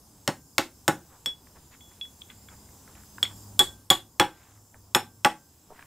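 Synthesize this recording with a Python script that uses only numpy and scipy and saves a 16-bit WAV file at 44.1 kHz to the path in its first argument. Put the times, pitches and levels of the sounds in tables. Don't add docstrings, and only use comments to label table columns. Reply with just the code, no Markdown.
import sys
import numpy as np
from scipy import signal
from scipy.fft import rfft, irfft, next_fast_len
from scipy.io import wavfile
from scipy.ndimage import uniform_filter1d, minimum_filter1d, map_coordinates

SR = 44100
rng = np.random.default_rng(int(sys.argv[2]) if len(sys.argv) > 2 else 0)


def wrap_up_sound(samples):
    columns = np.atleast_2d(samples).T
    tamed = np.clip(columns, -1, 1)
    steps = np.round(tamed * 32767).astype(np.int16)
    wavfile.write(sys.argv[1], SR, steps)


def invert_db(level):
    return 10 ** (np.asarray(level, dtype=float) / 20)


N = 258426
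T = np.arange(SR // 4) / SR

# (first touch t/s, crack level/dB, brightness/dB, push on the plate level/dB,
# wait until the plate slaps the bench t/s)
BLOWS = [
    (0.2767, -8, -11, -29, 0.002),
    (.5816, -4, -16.5, -27, 0.0025),
    (0.8795, -9, -12, -20.5, 0.0011),
    (1.2596, -17.5, -12.5, -56, 0.0037),
    (3.2286, -14.5, -18, -55, 0.00066),
    (3.5921, -3.5, -4, -25.5, 0.0066),
    (3.902, -1, -10.5, -20, .002),
    (4.1974, -2, -19, -16.5, 0.0019),
    (4.9478, -2, -21.5, -21, 0.0042),
    (5.2469, -4.5, -17, -16.5, 0.0018),
]
# (t/s, hiss level/dB)
QUIET = [(0, -61.5), (1.2, -62), (1.94, -60.5), (3.1, -57.5), (3.4, -54.5), (3.58, -57), (3.65, -55.5),
         (3.89, -64.5), (3.96, -64), (4.5, -63.5), (5.2, -64.5), (5.7, -63.5), (5.86, -61.5)]


def unit(x):
    return x / np.sqrt(np.mean(x ** 2) + 1e-20)


def along(points, hz):
    f, v = np.transpose(points)
    return np.interp(np.log(hz + 1), np.log(f + 1), v)


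def curve(rows, outside=None):
    s, values = np.transpose(rows)
    return np.interp(np.arange(N) / SR, s, values, outside, outside)


def wobble(rate):
    s = np.arange(0, N + 64, 64)
    knots = rng.standard_normal(int(N * rate / SR) + 4)
    return np.interp(np.arange(N), s, map_coordinates(knots, [s * rate / SR]))


def held_db(start, stop, db, slope_db_per_s):
    s = np.arange(N) / SR
    outside_s = np.maximum(np.maximum(start - s, s - stop), 0)
    return db - slope_db_per_s * outside_s


def tone(hz):
    return np.sin(2 * np.pi * np.cumsum(hz) / SR)


def fade(t, t60, attack):
    return invert_db(-60 * t / t60) * (1 - np.exp(-t / attack))


def filtered(x, response):
    m = next_fast_len(len(x) + 8192)
    return irfft(rfft(x, m) * response(np.fft.rfftfreq(m, 1 / SR)), m)[:len(x)]


def resonances(modes, widen=1):
    def response(f):
        total = 0
        for k, (c, w, db) in enumerate(modes):
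            damping = 1j * f * w * widen
            total = total + (-1) ** k * invert_db(db) * damping / (c * c - f * f + damping)
        return total
    return response


def coloured(spectrum):
    return unit(filtered(rng.standard_normal(N), lambda hz: invert_db(along(spectrum, hz))))


def add(track, s, sound):
    part = track[round(s * SR):][:len(sound)]
    part += sound[:len(part)]


def rung(response, rattle, rise, blow=0):
    force = rng.standard_normal(len(T)) * fade(T, rattle, rise)
    force[0] = blow
    x = filtered(force, response)
    return x / np.abs(x).max()


def bending(db, t60, flight, landed_db, landing=0.00063):
    bend_hz = 3377
    damping_db = landed_db / (1 + np.exp(-(T - flight) / landing))
    return invert_db(db + damping_db) * fade(T, t60, 0.0001) * np.sin(2 * np.pi * bend_hz * T)


def outside():
    # (f/Hz, level/dB)
    rumble = [(15, -24), (28, -9), (70, 7), (120, 0.5), (200, -2), (300, -2.5), (450, -16.5), (900, -120)]
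    drone = [(200, -56.5), (300, -11.5), (420, -1), (600, -4.5), (900, -1.5), (1150, -5.5), (1500, -17.5),
             (3000, -120)]
    quiet_db = curve(QUIET)
    out = invert_db(quiet_db + 2.5 + 0.97 * wobble(13)) * coloured(rumble)
    return out + invert_db(quiet_db - 5 + 1.2 * wobble(7.1)) * coloured(drone)


def engine():
    # (t/s, level/dB)
    firing = [(2.2, -79), (2.5, -57), (2.75, -79), (3.1, -67), (3.28, -52), (4, -58.5), (4.2, -74.5),
              (4.55, -63), (5.2, -57.5), (5.4, -77)]
    firing_hz = 101 + 1.4 * wobble(1.4)
    bark_db = held_db(2.43, 3.55, -64, slope_db_per_s=52)
    notes = invert_db(curve(firing, -120)) * tone(firing_hz) + invert_db(bark_db) * tone(2 * firing_hz)
    return np.sqrt(2) * invert_db(2.4 * wobble(9.2)) * notes


def gas():
    # (f/Hz, level/dB)
    hiss = [(3800, -25.5), (4400, -10), (5020, -4.5), (5940, -5), (6390, -2.5), (7230, -0.5), (7770, -2),
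            (9190, -7), (10900, -5.5), (11900, -6.5), (14300, -8.5), (15100, -4.5), (15700, -11.5),
            (15800, -120)]
    # (f/Hz, width/Hz, level/dB)
    whistles = [(4900, 40, 5), (5340, 40, 4), (6200, 40, 2), (7430, 35, 5), (8110, 40, 3), (9600, 40, 1),
                (11640, 40, 4), (12190, 40, 5), (12320, 40, 5), (13540, 40, 1), (15240, 60, 3),
                (15550, 60, 3)]
    jet = lambda hz: invert_db(along(hiss, hz)) * (1 + np.abs(resonances(whistles)(hz)))
    steady = unit(filtered(rng.standard_normal(N), jet))
    hz, t, z = signal.stft(steady, nperseg=512)
    patches = uniform_filter1d(rng.standard_normal(z.shape), size=4, axis=0)
    patches = unit(uniform_filter1d(patches, size=24, axis=1))
    patchy = unit(signal.istft(z * invert_db(2.2 * patches), nperseg=512)[1][:N])
    out = invert_db(curve(QUIET) + 1.1) * patchy
    whistle_db = held_db(1.8, 3, -69, slope_db_per_s=32.5) + 2.5 * wobble(18)
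    return out + np.sqrt(2) * invert_db(whistle_db) * tone(7280 + 12 * wobble(40))


def sleeve():
    # (f/Hz, level/dB)
    murk = [(800, -64.5), (1100, -16), (1400, 7), (2200, 0), (3500, 4.5), (4300, 2.5), (5000, -18),
            (8000, -120)]
    # (from t/s, to t/s, level/dB)
    rustles = [
        (1.05, 3.2, 1.5),
        (4.279, 4.56, 4),
    ]
    rustle_db = sum(np.maximum(held_db(*rustle, slope_db_per_s=39.5), 0) for rustle in rustles)
    return invert_db(curve(QUIET) - 11.5 + rustle_db + 1.5 * wobble(7.2)) * coloured(murk)


def dragged_tip():
    sing_db = held_db(2.3, 2.72, -77, slope_db_per_s=80)
    return invert_db(sing_db + 4.6 * wobble(30)) * tone(2100 + 70 * wobble(90))


def shop(x):
    # (f/Hz, time to fall 60 dB t/s)
    decay = [(100, 0.44), (500, 0.22), (1500, 0.2), (4000, 0.19), (12000, 0.23)]
    out, step = np.zeros(N), round(.3 * SR)
    hz, t, z = signal.stft(rng.standard_normal((N // step + 1, SR // 4)), SR, nperseg=256)
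    tails = signal.istft(z * invert_db(-60 * t / along(decay, hz)[:, None]), SR, nperseg=256)[1]
    for k, tail in enumerate(tails):
        echo = signal.fftconvolve(x[k * step:][:step], tail / np.linalg.norm(tail))
        add(out, k * step / SR + .006, echo)
    return out


def scuffs():
    # (middle t/s, half length t/s, level/dB, centre f/Hz)
    rubs = [(1.135, 0.036, -59.5, 1110), (1.294, 0.02, -57.5, 362), (1.567, 0.017, -56, 1140),
            (1.737, 0.019, -57, 2200), (1.918, 0.013, -63, 1430), (2.31, 0.016, -55.5, 2200),
            (2.526, 0.03, -57.5, 1410), (2.892, 0.019, -60, 1230), (2.98, 0.042, -61, 1560),
            (3.31, 0.018, -54, 1300), (4.418, 0.16, -65, 1693), (4.752, 0.013, -58, 980),
            (5.719, 0.017, -49, 723), (5.791, .05, -57.5, 1730)]
    spread_octaves, spread_in_time = .52, .55
    out, t = np.zeros(N), T[:200]
    for s, half, db, hz in rubs:
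        when, pitch, size = rng.standard_normal((3, 300))
        grain_hz = hz * 2 ** (spread_octaves * pitch[:, None])
        grains = np.sin(2 * np.pi * grain_hz * t) * np.exp(-t * grain_hz / 2.2)
        grains = invert_db(3 * size[:, None]) * grains
        starts = np.round((s + spread_in_time * half * when) * SR).astype(int)
        at = starts[:, None] + np.arange(len(t))
        clump = np.bincount(at.ravel(), grains.ravel(), N)[:N]
        out += invert_db(db) * clump / np.sqrt(np.sum(clump ** 2) / (2 * half * SR))
    return out


def taps():
    # (t/s, click level/dB, click centre f/Hz, bending level/dB, free flight t/s)
    ringing = [
        (1.807, -47.5, 2500, -50.5, 0.15),
        (2.012, -30, 2960, -29, 0.074),
        (2.053, -49, 1680, -49, 0.045),
        (2.219, -48, 3000, -26, 0.0068),
        (2.301, -37.5, 2200, -37, 0.016),
        (2.486, -41, 1800, -44, 0.018),
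        (3.252, -26, 2200, -37, 0.03),
    ]
    # (t/s, level/dB, centre f/Hz)
    ticks = [(1.47, -48.5, 1500), (2.689, -52, 1537), (2.877, -41.5, 1360), (2.952, -45.5, 2500),
             (3.035, -47, 1290), (3.182, -32, 1250), (4.743, -44, 1310), (4.963, -22, 9010),
             (5.261, -27, 12000), (5.704, -38.5, 557), (5.792, -38, 1330), (5.808, -45, 1600),
             (5.825, -39.5, 1500)]
    t60_per_flight = 3.1
    out = np.zeros(N)
    for s, click_db, hz, *_ in ringing + ticks:
        contact = lambda f: resonances([(hz, min(.9 * hz, 2500), 0)])(f) ** 3
        add(out, s, invert_db(click_db) * rung(contact, 0.011, 0.00028))
    for s, _, _, bend_db, flight in ringing:
        add(out, s, bending(bend_db, t60_per_flight * flight, flight, landed_db=-16, landing=0.0088))
    return out


def slag():
    # (f/Hz, level/dB)
    crack = [(300, -21.5), (1000, -3.5), (2000, -4), (3000, -2.5), (4500, -7.5), (6000, -12), (8200, -6),
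             (10000, -17), (12500, -20), (15600, -24.5), (16500, -47)]
    out = np.zeros(N)
    for s, crack_db, bright_db, _, _ in BLOWS:
        def colour(hz):
            treble = np.clip(np.log2(hz / 3000 + 1e-3), 0, 1)
            return invert_db(along(crack, hz) + (bright_db + 12) * treble)
        chip_db = 5 * np.repeat(rng.standard_normal(len(T) // 20 + 1), 20)[:len(T)]
        grit = unit(filtered(rng.standard_normal(len(T)) * invert_db(chip_db), colour))
        add(out, s, invert_db(crack_db) * grit * fade(T, 0.01, 0.00013))
        dust = filtered(grit, lambda hz: invert_db(-6 * np.log2(1 + hz / 4000)))
        add(out, s, invert_db(crack_db - 20.5) * dust * fade(T, .16, 0.0031))
    return out


def plate():
    # (f/Hz, width/Hz, level/dB)
    bench_modes = [(105, 40, -13), (155, 40, -9), (200, 40, -9), (255, 40, -7), (312, 32, -4), (367, 26, 0),
                   (470, 60, -10), (548, 45, -3)]
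    low_modes = [(665, 30, -11), (765, 26, -1), (838, 30, 1), (972, 30, -6)]
    high_modes = [(1133, 37, 3), (1335, 110, -3), (1526, 81, -3), (1570, 3.8, -11.5), (1695, 39, -0.5),
                  (1720, 27, -6.5), (1810, 190, -4), (2200, 41, -16.5), (2477, 77, -23)]
    glove_damping = 0.98
    bench, low, high = [resonances(m, glove_damping) for m in (bench_modes, low_modes, high_modes)]
    out = np.zeros(N)
    for s, crack_db, _, push_db, delay in BLOWS:
        high_db = 1 + 0.71 * push_db + 0.29 * crack_db
        add(out, s, invert_db(high_db) * rung(high, 0.091, .001, blow=5.3))
        flat_db = 4 * (s < 1.1)
        bench_db = -5 + 0.59 * push_db + flat_db
        add(out, s + delay, invert_db(bench_db) * rung(bench, 0.079, 0.0015, blow=14))
        add(out, s + delay, invert_db(push_db + 3.5) * rung(low, 0.074, 0.0049, blow=5.8))
    return out


def head():
    # (bending level/dB, its 60 dB decay t/s, free flight before the tip lands t/s,
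    # twisting level/dB, overtone level/dB)
    rings = [(-37, .046, .01, -30.5, -47), (-31.5, 0.055, .01, -49.5, -28.5),
             (-23.5, 0.024, .02, -32.5, -25), (-21.5, .23, .077, -30, -33), (-5, 0.02, 0.0088, -34, -28.5),
             (-7, .3, .027, -31, -20.5), (-2, 0.051, 0.01, -26, -13), (-17, .17, .0245, -22.5, -27),
             (-14.5, 0.067, 0.0068, -17, -19), (-15.5, 0.039, 0.0054, -28.5, -38)]
    # (f/Hz, width/Hz, level/dB)
    overtones = [
        [(5405, 45, 0), (5215, 90, -14)],
        [(6935, 30, 0), (7075, 40, -6), (6875, 30, -4)],
        [(8032, 35, 0), (8250, 150, -10)],
        [(8890, 55, 0)],
        [(10560, 70, -8), (11630, 50, 0), (12200, 90, -9), (13200, 65, -7), (15340, 90, -15)],
    ]
    # (f/Hz, width/Hz, level/dB)
    chatter = [(3290, 51, 2.5), (3397, 40, 1), (3463, 57, -7)]
    grip_widens = 1.5
    out = np.zeros(N)
    for (s, *_), (bend_db, t60, flight, twist_db, over_db) in zip(BLOWS, rings):
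        landed_db = min(.9 * (-40 - bend_db + 60 * flight / t60), -11)
        add(out, s + .0003, bending(bend_db, t60, flight, landed_db))
        add(out, s, invert_db(bend_db - 18) * rung(resonances(chatter), 0.04, 0.0016))
        woken = twist_db, over_db, over_db - 2.5, over_db - 9.5, over_db + 1.5
        for modes, db in zip(overtones, woken):
            ring = rung(resonances(modes, grip_widens), .04, 0.00035, blow=14)
            add(out, s, invert_db(db + 2.5) * ring)
    return out


def scene():
    background = outside() + engine() + gas() + sleeve() + dragged_tip()
    work = scuffs() + taps() + slag() + plate() + head()
    mid = work + invert_db(-12.5) * shop(work) + background
    return np.array([mid, mid])


def microphone(x):
    top = np.where(x > 0, .5, .43)
    x = x / (1 + np.abs(x / top) ** 5) ** (1 / 5)
    x = filtered(x + .12 * x ** 2, resonances([(600, 84000, 0.015)]))
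    return signal.sosfilt(signal.butter(18, 16100, fs=SR, output="sos"), x)


def side_noise(x):
    bands = [3100, 3600, 4200, 4900, 5600, 6300, 7000, 7700, 8400, 9100, 10400, 11800, 13200, 14500, 15100,
             15800]
    hz, t, z = signal.stft(x, SR, nperseg=1024)
    band = np.searchsorted(bands, hz)
    runs = uniform_filter1d(rng.standard_normal((len(bands) + 1, len(t))), size=9, axis=1)
    inside = (hz > bands[0]) & (hz < bands[-1])
    share = 1.1 * np.clip(hz / 9000, 0, 1)
    filled = (unit(runs)[band] > -share[:, None]) * inside[:, None]
    power = np.sum(np.abs(z) ** 2, axis=0)
    attack = power > 20 * np.roll(power, 2)
    calm = minimum_filter1d(1. - attack, size=5, origin=1)
    level = np.exp(uniform_filter1d(np.log(np.abs(z) + 1e-9), size=16, axis=0))
    noise = signal.stft(rng.standard_normal(N), SR, nperseg=1024)[2]
    noise = noise / np.sqrt(np.mean(np.abs(noise) ** 2))
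    return signal.istft(invert_db(-3) * filled * calm * level * noise, SR, nperseg=1024)[1][:N]


def top_cut(x):
    return signal.sosfilt(signal.butter(12, 16960, fs=SR, output="sos"), x)


def record(dry):
    x = microphone(dry[0])
    side = side_noise(x)
    return top_cut(np.array([x + side, x - side]))


dry = scene()
out = record(dry)
wrap_up_sound(out)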